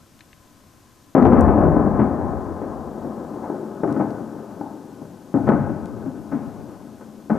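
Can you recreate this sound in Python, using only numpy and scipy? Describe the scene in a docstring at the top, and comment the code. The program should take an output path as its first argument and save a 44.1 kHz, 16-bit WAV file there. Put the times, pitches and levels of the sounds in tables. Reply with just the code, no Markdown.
"""Heavy explosions boom across a town, some way from the microphones, over a faint hum and hiss.
Each shock front is a sharp step with a cluster of random wall reflections and a softer, duller tail.
Houses and hillsides answer with long rolls: dense echoes of noise over a deep rumble.
A few short bursts of noise make small clicks. Close walls colour everything, the left side is louder,
and loud sound is turned down, with any peaks left beyond full scale cut flat."""
import sys
import numpy as np
from scipy import signal
from scipy.fft import rfft, irfft
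from scipy.io import wavfile
from scipy.ndimage import uniform_filter1d

SR = 44100
rng = np.random.default_rng(int(sys.argv[2]) if len(sys.argv) > 2 else 0)


def unload_audio(sound):
    """Save the sound as a 16-bit wav file, at the path given as the first command line argument."""
    columns = np.transpose(np.atleast_2d(sound))
    # keep every value between -1 and 1, then stretch to whole-number steps
    steps = np.round(np.clip(columns, -1, 1) * 32767)
    wavfile.write(sys.argv[1], SR, steps.astype(np.int16))


N = 325458  # length in samples
SIZE = 8192  # length in samples of the spectra used for filtering
HZ = np.fft.rfftfreq(SIZE, 1 / SR)


def amp(db):
    """Turns decibels into a gain."""
    return 10 ** (np.asarray(db) / 20)


def unit(x):
    """Scales a sound to an rms of 1."""
    return x / np.sqrt(np.mean(x ** 2) + 1e-20)


def die_away(t, t60):
    """A gain that falls by 60 dB in t60 seconds."""
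    return np.exp(-np.log(1000) * t / t60)


def read(points):
    """Joins the points of a spectrum by straight lines over log frequency."""
    hz, db = np.transpose(points)
    return np.interp(np.log(HZ + 1), np.log(hz + 1), db)


def shelf(hz):
    """Rises from 0 well below hz to 1 well above it."""
    return HZ ** 4 / (HZ ** 4 + hz ** 4)


def band(hz, octaves):
    """A flat-topped band around hz, in dB."""
    distance = np.log2((HZ + 1) / hz) / octaves
    return -20 * np.log10(1 + distance ** 4)


def add(mix, s, sound):
    """Mixes a sound in at s seconds."""
    part = mix[..., round(s * SR):][..., :sound.shape[-1]]
    part += sound[..., :part.shape[-1]]


def colour(x, db):
    """Filters with the given dB at each frequency, so that nothing rings before a hit."""
    # folding the cepstrum forward in time gives a minimum-phase filter
    cepstrum = irfft(np.log(amp(np.maximum(db, db.max() - 100))))
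    cepstrum[1:SIZE // 2] *= 2
    cepstrum[SIZE // 2 + 1:] = 0
    response = irfft(np.exp(rfft(cepstrum)))[:SIZE // 2]
    return signal.oaconvolve(x, response)[:len(x)]


def echoes(count, per_s, spread_db):
    """A random train of reflections of either sign; spread_db sets how unequal they are."""
    chance, size, sign = rng.random((3, count))
    strength = amp(spread_db * np.minimum(-np.log(1 - size), 3))
    return unit((chance < per_s / SR) * np.sign(sign - .5) * strength)


# Spectrum of the town hum and the hiss.
# Each row: frequency in Hz, relative strength in dB per Hz.
AIR_SPECTRUM = [(35, -6), (65, -3), (100, 1.5), (170, -4), (250, -1), (370, -8), (520, -7.5), (700, -10.5),
                (900, -12.5), (1030, -5), (1200, -14.5), (1550, -14.5), (2000, -20.5), (4000, -21.5),
                (6300, -20), (10000, -25), (14000, -25)]


def air(level_db=-53.5, left_db=2.0, right_db=-1.5, apart=.55):
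    """Low hum of the town and a steady hiss: filtered noise, mostly shared by both microphones."""
    shared, left, right = (unit(colour(rng.standard_normal(N), read(AIR_SPECTRUM))) for _ in range(3))
    on_left = amp(left_db) * unit(shared + apart * left)
    on_right = amp(right_db) * unit(shared + apart * right)
    return amp(level_db) * np.array([on_left, on_right])


# Small clicks: most are close to the microphones; the one at 1.409 is a bright crackle of overload.
# Each row: start in seconds, peak in dB before the microphones, centre in Hz, width in octaves,
# time to fall by 60 dB in seconds.
CLICK_EVENTS = [(.192, -40, 2480, 1.7, 0.013), (.207, -37.5, 2450, 0.68, .025),
                (.330, -40, 2440, 0.63, 0.016), (1.409, -26, 7740, 0.61, 0.013),
                (3.926, -40.5, 4950, 1.13, 0.01), (4.106, -45, 3000, 1.1, .015),
                (5.857, -41.5, 3000, 1.4, .015)]


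def clicks():
    """Tiny dry snaps and one crackle: short bursts of noise kept to one band."""
    out, t = np.zeros(N), np.arange(SIZE) / SR
    for s, db, hz, octaves, t60 in CLICK_EVENTS:
        burst = rng.standard_normal(SIZE) * die_away(t, t60)
        snap = colour(burst, band(hz, octaves))
        add(out, s, amp(db) * snap / abs(snap).max())
    return out


# The broad colour that all the blasts share.
# Each row: frequency in Hz, relative strength in dB per Hz.
BLAST_SPECTRUM = [(25, -45), (70, -21), (140, -5.5), (250, -5), (450, -7), (800, -12), (1100, -20.5),
                  (1600, -32.5), (2100, -42.5), (2800, -58.5), (3500, -67), (4300, -87), (9000, -100)]


def blast(db, rise_s, t60, boom_hz, boom_db, thud_db, crack_db,
          tail_t60=0.84, tail_db=-4, boom_octaves=0.18, thud_hz=190, crack_hz=1200,
          absorbed_db=12, absorbed_hz=2400, front=0.47, front_lost_s=0.0043):
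    """A shock front, its cluster of wall reflections and a softer tail, dulled by distance."""
    t = np.arange(SR) / SR
    cluster = unit(echoes(SR, per_s=1600, spread_db=0.5) * die_away(t, t60))
    tail = unit(echoes(SR, per_s=4200, spread_db=1.0) * die_away(t, tail_t60))
    tail = colour(tail, -absorbed_db * shelf(absorbed_hz))  # longer paths lose more treble
    # rough or distant walls smear an arrival, so that it swells up instead of striking
    train = (cluster + amp(tail_db) * tail) * np.minimum(t / rise_s, 1) ** 2
    # the sharp front itself: a slow rise smears it away
    train[0] += front * np.exp(-rise_s / front_lost_s) * np.sqrt(SR)
    # the reflections spread the energy in time but leave the broad colour to the blast itself
    power = uniform_filter1d(abs(rfft(train[:SIZE])) ** 2, size=21)
    broad_db = 10 * np.log10(power + 1e-9)
    boom = boom_db * np.exp(-.5 * (np.log2((HZ + 1) / boom_hz) / boom_octaves) ** 2)
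    tilt = thud_db * (1 - shelf(thud_hz)) + crack_db * shelf(crack_hz)
    sound = colour(train, read(BLAST_SPECTRUM) + boom + tilt - broad_db)
    return amp(db) * unit(sound) * np.sqrt(.02)  # the level counts the energy as if within 20 ms


# The shock fronts and their distinct echoes.
# Each row: start in seconds, level in dB before the microphones, rise in seconds,
# time for the cluster to fall by 60 dB in seconds, boom centre in Hz, boom boost in dB,
# boost of the low thud in dB, boost of the high crack in dB.
BLAST_EVENTS = [(1.150, -7.5, 0.0014, 0.43, 252, 4, -5, 3.5), (1.180, -9.5, .001, 0.13, 230, 8, -1.5, 3),
                (1.214, -5.5, 0.0035, 0.49, 235.6, 9.5, -0.5, -2),
                (1.253, -7.5, 0.00083, 0.26, 240, 0, -5, 1.5), (1.319, -8, 0.0034, 0.37, 239, 11.5, 4, 8.5),
                (1.370, -10.5, 0.0012, 0.28, 230, 8.5, -1.5, 9.5),
                (1.488, -16, .0005, .09, 300, 0, -3.5, 8), (1.628, -12, 0.00096, 0.12, 285.3, 1.5, -3, -6),
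                (1.658, -10, 0.0024, 0.21, 169, 13.5, 3, 0),
                (1.766, -10.5, 0.00055, 0.048, 249, 6, -2.5, -9),
                (1.796, -13.5, 0.0012, 0.12, 235, 6, -1, -1), (1.863, -14, .001, .09, 199, 16, 5, -3.5),
                (1.980, -9, 0.02, .2, 254, 6.5, 10.5, 9), (2.605, -25, 0.012, 0.12, 700, -4, -8, 1),
                (3.010, -25.5, 0.012, 0.53, 260, -0.5, -2, -13),
                (3.355, -34.5, .001, 0.043, 397, 16, -11, -10.5), (3.405, -25, 0.038, 0.45, 910, 9, -9, 4),
                (3.496, -20.5, 0.0043, .075, 363, 9.5, -9, -11),
                (3.834, -14, 0.0016, 0.085, 383, 6, -2.5, -2),
                (3.876, -18.5, 0.0017, 0.73, 268, 11.5, 8.5, 8.5),
                (3.960, -18.5, 0.0042, .12, 274, 14.5, -7, 2),
                (3.995, -17.5, 0.0012, 0.12, 280, 9.5, -6, -1),
                (4.003, -17, 0.00048, 0.085, 273, 13.5, 5, 4), (4.010, -21, 0.00078, 0.24, 800, 8, 6.5, 6),
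                (4.585, -30, 0.0075, 0.13, 288, 14, -13, -16), (4.610, -28, .0005, .03, 876, 11.5, -5, -2),
                (5.015, -31, .002, 0.19, 262, 5.5, 9, -10.5),
                (5.341, -11.5, .0005, 0.23, 267, 12.5, 5.5, -2.5),
                (5.366, -20, 0.00092, 0.3, 287, 12, 5, 1), (5.466, -15, 0.0091, .12, 270, 8, 3, 8),
                (5.489, -10.5, 0.00031, 0.064, 530, 5.5, 1.5, 5.5),
                (5.498, -13.5, 0.00068, 0.043, 255, 9, 5.5, 1.5),
                (5.519, -10.5, .001, 0.21, 272, 4.5, 5.5, 3), (5.595, -19.5, .002, 0.47, 151, 8, 12.5, 11),
                (6.054, -21.5, 0.0082, 0.15, 282, 18, 13, 3),
                (6.316, -17.5, 0.0048, 0.19, 258, 17, 9, 10.5), (7.000, -38, 0.012, 0.16, 480, 3, -8, 8),
                (7.298, -13.5, 0.0036, 0.15, 207, 12, -2.5, 5), (7.353, -21, 0.0021, 0.16, 215, 9, 2.5, 3)]


def blasts():
    """All the shock fronts and distinct echoes in turn."""
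    out = np.zeros(N)
    for s, *row in BLAST_EVENTS:
        add(out, s, blast(*row))
    return out


def surges(t, depth_db=1.0, lump_s=.05):
    """A random gain, newly drawn every lump_s, as echoes bunch up and thin out."""
    chance = rng.standard_normal(400)
    return amp(depth_db * np.interp(t / lump_s, np.arange(len(chance)), chance))


# Spectrum of the dull thuds that make up the body of a roll.
# Each row: frequency in Hz, relative strength in dB per Hz.
BODY_SPECTRUM = [(50, -42.5), (100, -7), (150, -4), (220, 3), (290, 0.5), (400, -3), (520, -13.5),
                 (900, -66)]
# Spectrum of the harder clatter in a roll.
# Each row: frequency in Hz, relative strength in dB per Hz.
CLATTER_SPECTRUM = [(250, -30.5), (400, 2), (550, 2.5), (820, -1), (1050, -4.5), (1400, -15), (1700, -21),
                    (2000, -31.5), (2500, -44), (3500, -75.5)]


def roll(s, swell_s, db, fade_db_per_s, clatter_db, deep_db, deep_fade_db_per_s, deep_hz, rasp_db,
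         body_db=0.43, hard_db=0.72, rasp_hz=2050, rasp_octaves=0.43, rasp_t60=6,
         left_db=5, right_db=-3, opposed=0.35, swell_power=1.6,
         hill_delay_s=2.2, hill_spread_s=0.8, hill_db=-20.5, hill_clatter_db=-3.5):
    """Countless echoes from the town, each a dull thud with a harder clatter, over a deep rumble."""
    t = np.arange(N - round(s * SR)) / SR
    # ever more walls answer as the shock spreads
    level = amp(db) * np.minimum(t / swell_s, 1) ** swell_power * surges(t)
    age = np.maximum(t - swell_s, 0)
    fade = amp(-fade_db_per_s * age)
    # the hillsides return each roll late, smeared and without its deep rumble
    hills = amp(hill_db) * np.exp(-.5 * ((t - hill_delay_s) / hill_spread_s) ** 2)
    body = level * np.hypot(fade, hills)
    clatter = level * amp(clatter_db) * np.hypot(fade, amp(hill_clatter_db) * hills)
    deep = level * amp(deep_db - deep_fade_db_per_s * age)

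    train = echoes(N, per_s=3500, spread_db=2.0)[:len(t)]
    near = amp(body_db) * body * unit(colour(train, read(BODY_SPECTRUM)))
    near += amp(hard_db) * clatter * unit(colour(train, read(CLATTER_SPECTRUM)))
    # later echoes have travelled further, so the air has absorbed their rasping top
    absorbed_db = 60 * t / rasp_t60
    rasp = colour(echoes(N, per_s=4000, spread_db=-0.5)[:len(t)], band(rasp_hz, rasp_octaves))
    near += amp(rasp_db - absorbed_db) * clatter * unit(rasp)

    # the microphones' processing leaves the deep rumble partly in opposite phase between left and right
    deep_band = band(deep_hz, octaves=0.61)
    a, b = (unit(colour(rng.standard_normal(N)[:len(t)], deep_band)) for _ in range(2))
    rumble = np.array([amp(left_db) * a, amp(right_db) * unit(b - opposed * a)])
    return microphones(near) + deep * rumble


# The rolls of echoes that the explosions set off.
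# Each row: start in seconds, swell in seconds, level in dB before the side gains, fade in dB per second,
# clatter in dB against the level, deep rumble in dB against the level, fade of the deep rumble
# in dB per second, its centre in Hz, rasp in dB against the clatter.
# The body and clatter get a small lift, and the rumble its own gain on each side, in roll().
ROLL_EVENTS = [(1.150, .19, -16, 15, 0.5, -1.5, 18.5, 75.7, -33.5),
               (3.834, 0.025, -32.5, 10.5, -4.5, -11, 22.5, 119, -33),
               (5.341, .15, -27.5, 16.5, -5, -1, 23.5, 111, -25),
               (6.318, 0.027, -37, 20, -4, -1, 30, 117, -22),
               (7.299, 0.042, -39.5, 19, -4, -1, 27, 100, -28)]


def rolls():
    """The rolls overlap, each still dying away under the next."""
    out = np.zeros((2, N))
    for s, *row in ROLL_EVENTS:
        add(out, s, roll(s, *row))
    return out


def microphones(x, left_db=2.7, right_db=-3.2, scatter_db=-19, scatter_t60=.06, shade_db=2.0, shade_hz=680):
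    """The right is quieter and shaded in the middle range; close walls make the sides differ slightly."""
    t = np.arange(SIZE) / SR
    walls = rng.standard_normal(SIZE) * die_away(t, scatter_t60)
    side = amp(scatter_db) * signal.oaconvolve(x, walls / np.linalg.norm(walls))[:len(x)]
    shaded_db = right_db - shade_db * amp(band(shade_hz, octaves=0.19))
    return np.array([amp(left_db) * (x + side), colour(x - side, shaded_db)])


# Peaks and dips from the walls around the microphones, which colour each direction differently.
# Each row: centre in Hz, width in Hz, dB towards the first blast, dB towards the later ones.
NOOK_PEAKS = [(85.5, 14, 3, -3.5), (155.7, 8.7, 5, -0.5), (215, 13, 4.5, 5.5), (245, 36, 2.5, -1),
              (297.4, 20, 5.5, 3.5), (345.4, 18.5, 4.5, -0.5), (394, 30, -0.5, 0), (463, 66, -3.5, -5.5),
              (547, 120, -0.5, 1), (581, 20, 0.5, -4), (750.6, 18, 1.5, -9), (846, 67, 1, 3),
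              (936, 116, -7, -3), (1005, 170, 4, -1), (1137, 100, -3.5, -3.5), (1274, 38, 4, 5.5),
              (1407, 41, -8, -12.5), (1472, 154, 2, 9)]


def nook(pair, direction):
    """Adds the peaks and dips that close walls give to direction 0 (first blast) or 1 (later ones)."""
    db = sum(row[2 + direction] / (1 + (2 * (HZ - row[0]) / row[1]) ** 2) for row in NOOK_PEAKS)
    return np.array([colour(channel, db) for channel in pair])


def scene(turn_s=3.4):
    """Blasts, clicks, rolls and town air, all coloured by the walls around the microphones."""
    booms = microphones(blasts() + clicks()) + rolls()
    # by turn_s the first blast has died down; the later ones take over within 0.1 s
    later = np.clip((np.arange(N) / SR - turn_s) * 10, 0, 1)
    return nook(booms * (1 - later) + air(), 0) + nook(booms * later, 1)


def record(dry, threshold_db=-14, squeeze=0.42, recovery_db_per_s=5.5, lag_s=.03, edge_hz=14200):
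    """Gentle gain control, hard clipping at full scale, then a cut of the highest treble."""
    power_db = 10 * np.log10(abs(uniform_filter1d((dry ** 2).mean(0), size=900)) + 1e-12)
    # the loudness is held at its peaks and sinks slowly after them
    fall = np.arange(N) * recovery_db_per_s / SR
    held_db = np.maximum.accumulate(power_db + fall) - fall
    over_db = np.maximum(held_db - threshold_db, 0)
    # the gain lags behind, so shock fronts get through
    lag = np.exp(-1 / (lag_s * SR))
    gain = amp(-squeeze * signal.lfilter([1 - lag], [1, -lag], over_db))
    clipped = np.clip(dry * gain, -1, 1)
    edge = signal.firwin(511, edge_hz, window=("kaiser", 9), fs=SR)
    return signal.oaconvolve(clipped, edge[None], "same")


dry = scene()
out = record(dry)
unload_audio(out)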